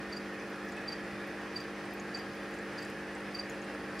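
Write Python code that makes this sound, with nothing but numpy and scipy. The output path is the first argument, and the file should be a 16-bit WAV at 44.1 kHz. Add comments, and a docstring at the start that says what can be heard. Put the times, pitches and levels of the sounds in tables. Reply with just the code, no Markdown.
"""A tiny frog on a wet rock in a planted tank chirps about every 0.6 s, two quick high notes per call.
Each note is a near-pure whistle with a grainy rasp and a closing tick. Drops tick on stones and leaves;
two bubbles ping in the water. The small space adds a short ring to frog, drops and bubbles.
Behind them a mains-driven pump hums over a steady rush of air with faint resonances."""
import sys
import numpy as np
from scipy import signal
from scipy.fft import rfft, irfft
from scipy.io import wavfile
from scipy.ndimage import uniform_filter1d

SR = 44100
rng = np.random.default_rng(int(sys.argv[2]) if len(sys.argv) > 2 else 0)


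def generate_wav(signal):
    """Clip the signal to [-1, 1] and save it as 16-bit WAV at the path in sys.argv[1]."""
    frames = np.transpose(np.atleast_2d(signal))
    scaled = np.clip(frames, -1, 1) * 32767
    pcm = np.round(scaled).astype(np.int16)
    wavfile.write(sys.argv[1], SR, pcm)


N = 176400

# Air rush spectrum. Each row: frequency in Hz, relative density in dB.
AIR_SPECTRUM = [(25, -36), (40, -24), (60, -6.5), (100, -3.5), (170, 2), (350, -0.5), (560, 0.5), (640, -3),
                (1100, -4), (1450, -2.5), (1680, -0.5), (1950, -2), (2150, -4.5), (2550, -7), (3000, -12),
                (3900, -17), (5000, -16), (6000, -21), (7000, -26), (8400, -26), (10300, -25),
                (11500, -30.5), (13500, -37), (15600, -38.5)]
# Air rush stereo image. Each row: frequency in Hz, left-right correlation.
AIR_CORRELATION = [(50, 0.77), (100, 0.76), (150, 0.99), (300, 0.99), (1000, .93), (1800, 0.97),
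                   (3500, 0.76), (5200, 0.77), (7000, 0.35), (9000, -0.13), (11000, -0.18), (15000, .12)]
# Resonances in the rush. Each row: centre in Hz, width in Hz, base level in dB, swell peak in seconds,
# swell in dB.
AIR_RESONANCES = [(1235, 47, -64, 0.59, 5.5), (1440, 32, -69, 0.18, 8), (1632, 45, -64, 2.33, 9),
                  (1707, 23, -59.5, 1.04, 6.5), (1755, 40, -62, 2.4, 5), (1840, 26, -59, 0.34, 3),
                  (1914, 30, -63, 0.89, 5.5), (2494, 66, -64, .6, 2)]
# Pump hum. Each row: multiple of the mains frequency, relative level in dB.
HUM_HARMONICS = [(1, -22), (3, -14.5), (4, 3), (5, -6.5), (6, 1.5), (7, 1), (8, -6.5), (9, -4.5),
                 (10, -16.5), (11, -3), (12, -12), (13, -14), (14, -12), (15, -11), (16, -8), (22, -10.5),
                 (27, -10), (32, -11.5)]
# Motor tones and whines. Each row: frequency in Hz, level in dB, right gain relative to left.
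MOTOR_TONES = [(62.6, -67.5, 1), (436, -61.5, 1), (463, -58, 0.77), (528, -62.5, 0.9), (842, -65, 0.47),
               (10400, -84, -.4), (11418, -88, -.2)]
# Distinct drops. Each row: start in seconds, relative level in dB, centre in Hz, width in Hz.
CLEAR_DROPS = [(.397, -53, 6000, 600), (.685, -49.5, 5600, 1500), (.719, -45.5, 7200, 600),
               (1.270, -56, 12300, 2500), (1.575, -51.5, 7800, 1800), (1.853, -57, 8200, 1200),
               (1.935, -48.5, 13000, 2200), (1.997, -44, 6640, 900), (2.172, -47, 7000, 900),
               (2.349, -62, 14200, 1500), (2.587, -51.5, 7300, 1200), (2.828, -54, 8200, 900),
               (2.848, -47, 6950, 4500), (2.898, -49.5, 8000, 7000), (3.149, -49, 7900, 900),
               (3.495, -52, 11000, 7000), (3.497, -44, 6740, 600), (3.617, -50, 6560, 900),
               (3.643, -51, 8300, 1100)]
# Bubbles. Each row: start in seconds, level in dB, pitch in Hz.
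BUBBLE_PINGS = [(0.772, -37.5, 2570), (1.454, -39.5, 1043)]
# Frog notes, two rows per call. Each row: peak in seconds, level in dB, pitch in Hz, roughness 0-1,
# rasp level in dB, rasp centre in Hz, relative tick level in dB.
FROG_NOTES = [(.1310, -40.5, 4690, 0.4, -61, 6200, -62), (.1710, -38.5, 4740, 0.2, -60, 7000, -60),
              (.8872, -32.5, 4695, 0.16, -60, 6000, -68), (.9268, -37, 4690, 0.26, -58, 5970, -61),
              (1.5665, -32, 4690, 0.1, -64, 6000, -70), (1.6060, -46.5, 4750, 0.25, -62, 6200, -56),
              (2.1515, -34, 4680, 0.2, -58, 6350, -70), (2.1915, -47, 4735, .22, -66, 6200, -60),
              (2.7865, -42, 4770, 0.54, -58, 5500, -65), (2.8265, -52, 4750, 0.4, -60, 6500, -57),
              (3.3530, -35, 4680, 0.12, -63, 6000, -70), (3.3968, -31.5, 4695, 0.14, -61, 6200, -70),
              (4.0000, -36, 4690, 0.15, -53, 6200, -73)]

WATER_RISE_S = 0.0011


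def amp(db):
    """Decibels to gain."""
    return 10 ** (np.asarray(db) / 20)


def unit(x):
    """Scales to rms 1."""
    return x / np.sqrt(np.mean(abs(x) ** 2) + 1e-20)


def bell(x, width):
    """Gaussian, 1/e at the given width."""
    return np.exp(-(x / width) ** 2)


def read_curve(points, hz):
    """Interpolates a table on a log-frequency axis."""
    f, value = np.transpose(points)
    return np.interp(np.log(hz + 1), np.log(f + 1), value)


def add(mix, start_s, sound):
    """Mixes a sound in."""
    part = mix[max(round(start_s * SR), 0):][:len(sound)]
    part += sound[:len(part)]


def wobble(size, rate_hz):
    """Random motion up to about rate_hz, rms 1."""
    f = np.fft.rfftfreq(size, 1 / SR)
    return unit(irfft(rfft(rng.standard_normal(size)) * bell(f, rate_hz), size))


def band(size, hz, width_hz):
    """Noise in one resonance, rms 1."""
    f = np.fft.rfftfreq(size, 1 / SR)
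    phasors = np.exp(2j * np.pi * rng.random(len(f)))
    return unit(irfft(phasors / (1 + (2 * (f - hz) / width_hz) ** 2), size))


def air(level_db=-44.5, patch_db=1.0, flutter_db=0.5):
    """Steady rush with faint drifting spectral patches; wide in the top hiss, else near centre."""
    frames, hz = N // 512 + 5, np.fft.rfftfreq(2048, 1 / SR)
    left_re, left_im, own_re, own_im, patches = rng.standard_normal((frames, len(hz), 5)).T
    patches = uniform_filter1d(patches, size=10, axis=0)
    patches = unit(uniform_filter1d(patches, size=12, axis=1))
    correlation = read_curve(AIR_CORRELATION, hz)[:, None]
    left = left_re + 1j * left_im
    right = correlation * left + np.sqrt(1 - correlation ** 2) * (own_re + 1j * own_im)
    spectra = np.array([left, right]) * amp(read_curve(AIR_SPECTRUM, hz)[:, None] + patch_db * patches)
    rush = signal.istft(spectra, nperseg=2048, noverlap=1536)[1][:, :N]
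    return amp(level_db) * unit(rush * amp(flutter_db * wobble(N, rate_hz=26)))


def air_resonances(swell_s=0.38, hiss_start_db=-88, hiss_end_db=-72):
    """Noisy resonances in the rush, each swelling once, and a thin high hiss that grows."""
    t = np.arange(N) / SR
    ringing = sum(amp(db + swell_db * bell(t - peak_s, swell_s)) * band(N, hz, width_hz)
                  for hz, width_hz, db, peak_s, swell_db in AIR_RESONANCES)
    hiss = np.array([band(N, hz=9230, width_hz=450) for _ in range(2)])
    return ringing + amp(np.linspace(hiss_start_db, hiss_end_db, N)) * hiss


def pump(mains_hz=50, drift_hz=0.015, hum_db=-44, waver_depth=0.043):
    """Mains harmonics, each wavering in level, plus unrelated steady motor tones."""
    t = np.arange(N) / SR
    cycles = np.cumsum(mains_hz + drift_hz * wobble(N, rate_hz=0.8)) / SR
    hum, tones = np.zeros(N), np.zeros((2, N))
    for multiple, db in HUM_HARMONICS:
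        waver = np.interp(t, np.linspace(0, t[-1], 24), rng.standard_normal(24))
        hum += amp(db) * (1 + waver_depth * waver) * np.sin(2 * np.pi * (multiple * cycles + rng.random()))
    for hz, db, right_gain in MOTOR_TONES:
        pan = unit(np.array([[1], [right_gain]]))
        tones += amp(db) * np.sqrt(2) * pan * np.sin(2 * np.pi * (hz * t + rng.random()))
    return amp(hum_db) * unit(hum) + tones


def tank_reverb(x, level_db=-10, t60_s=0.16, delay_s=0.00405, size=16384):
    """Short, dense reflections off glass and stone, different in each ear."""
    t = np.arange(size) / SR
    shared, per_ear = rng.standard_normal(size), rng.standard_normal((2, size))
    tail = (shared + 2.2 * per_ear) * (t > delay_s) * amp(-60 * t / t60_s)
    tail /= np.linalg.norm(tail[0])
    return amp(level_db) * signal.fftconvolve(x[None], tail, axes=1)[:, :N]


def bubbles(decay_s=0.0086, size=4096):
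    """Bubbles ring in the water as damped sines."""
    out, t = np.zeros(N), np.arange(size) / SR
    envelope = (1 - np.exp(-t / WATER_RISE_S)) * np.exp(-t / decay_s)
    for start_s, level_db, hz in BUBBLE_PINGS:
        add(out, start_s, amp(level_db) * envelope * np.sin(2 * np.pi * hz * t))
    return out


def drop(relative_db, hz, width_hz, decay_s=0.0046, size=2048):
    """Tiny splash: a fast-dying burst of resonant noise."""
    t = np.arange(size) / SR
    envelope = (1 - np.exp(-t / WATER_RISE_S)) * np.exp(-t / decay_s)
    return amp(relative_db) * envelope / envelope.max() * band(size, hz, width_hz) / 2


def drips(faint_per_s=16, faint_db=-59, spread_db=8, treble_fall_db=7):
    """Distinct drops plus a random scatter of faint ones, softer the higher they are."""
    out = np.zeros(N)
    for start_s, *row in CLEAR_DROPS:
        add(out, start_s, drop(*row))
    for when, strength, pitch, width in rng.random((round(faint_per_s * N / SR), 4)):
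        relative_db = faint_db + spread_db * (2 * strength - 1) - treble_fall_db * pitch
        add(out, when * N / SR, drop(relative_db, hz=5000 + 9000 * pitch, width_hz=800 + 3500 * width))
    return out


def whistle(t, hz, roughness, half_length_s=0.012, flutter_hz=310, second_db=-31.5, third_db=-36):
    """One arch of near-pure tone around t = 0; roughness flutters its phase and level."""
    arch = abs(np.cos(np.pi / 2 * np.clip(t / half_length_s, -1, 1))) ** 2.2
    phase = 2 * np.pi * np.cumsum(hz) / SR + roughness * wobble(len(t), flutter_hz) / 2
    tone = np.sin(phase) + amp(second_db) * np.sin(2 * phase) + amp(third_db) * np.sin(3 * phase)
    return arch * tone * (1 + roughness * wobble(len(t), flutter_hz))


def rasp(t, hz, width_s=0.011, grain_db=1.5):
    """Grainy hiss on a note."""
    hiss = band(len(t), hz, width_hz=3300)
    grain = amp(grain_db * wobble(len(t), rate_hz=1200))
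    return bell(t, width_s) * unit(hiss * grain)


def closing_tick(t, delay_s=0.004, width_s=0.004):
    """Thin tick just after a note's peak."""
    return bell(t - delay_s, width_s) * band(len(t), hz=13000, width_hz=3500) / 2


def link_tone(t, level_db=-53, hz=4524, delay_s=0.013, width_s=0.015):
    """Faint lower tone between the two notes of a call."""
    return amp(level_db) * bell(t - delay_s, width_s) * np.sin(2 * np.pi * (hz * t + rng.random()))


def stone_ring(t, hz, relative_db=-54, lead_s=0.006, decay_s=0.016):
    """Blurred ring of the second note among the stones."""
    age = np.maximum(t + lead_s, 0) / decay_s
    envelope = 2 * np.sqrt(age) * np.exp(-age)
    return amp(relative_db) * envelope * band(len(t), hz, width_hz=320)


def frog(sag_hz_per_s=3500, rise_hz_per_s=3000, flat_db=-37, rise_span_db=7, size=8192):
    """Two-note calls. The first note sags; the second rises if below flat_db, sags if above."""
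    out, t = np.zeros(N), (np.arange(size) - size // 2) / SR
    for index, (peak_s, level_db, hz, roughness, rasp_db, rasp_hz, tick_db) in enumerate(FROG_NOTES):
        first = index % 2 == 0
        glide_hz_per_s = -sag_hz_per_s if first else rise_hz_per_s * (flat_db - level_db) / rise_span_db
        note = amp(level_db) * whistle(t, hz + glide_hz_per_s * t, roughness)
        note += amp(rasp_db) * rasp(t, rasp_hz)
        note += amp(tick_db) * closing_tick(t)
        note += link_tone(t) if first else stone_ring(t, hz)
        add(out, peak_s + t[0], note)
    return out


def scene():
    """Frog and water close by, pump and air behind."""
    near = frog() + drips() + bubbles()
    return near + tank_reverb(near) + pump() + air() + air_resonances()


def record(dry):
    """Left channel slightly below right, then a low-pass."""
    balance_db, cutoff_hz = -0.5, 15720
    balanced = dry * amp(np.array([[balance_db], [-balance_db]]) / 2)
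    lowpass = signal.firwin(1023, cutoff_hz, window=("kaiser", 9), fs=SR)
    return signal.oaconvolve(balanced, lowpass[None], "same")


dry = scene()
out = record(dry)
generate_wav(out)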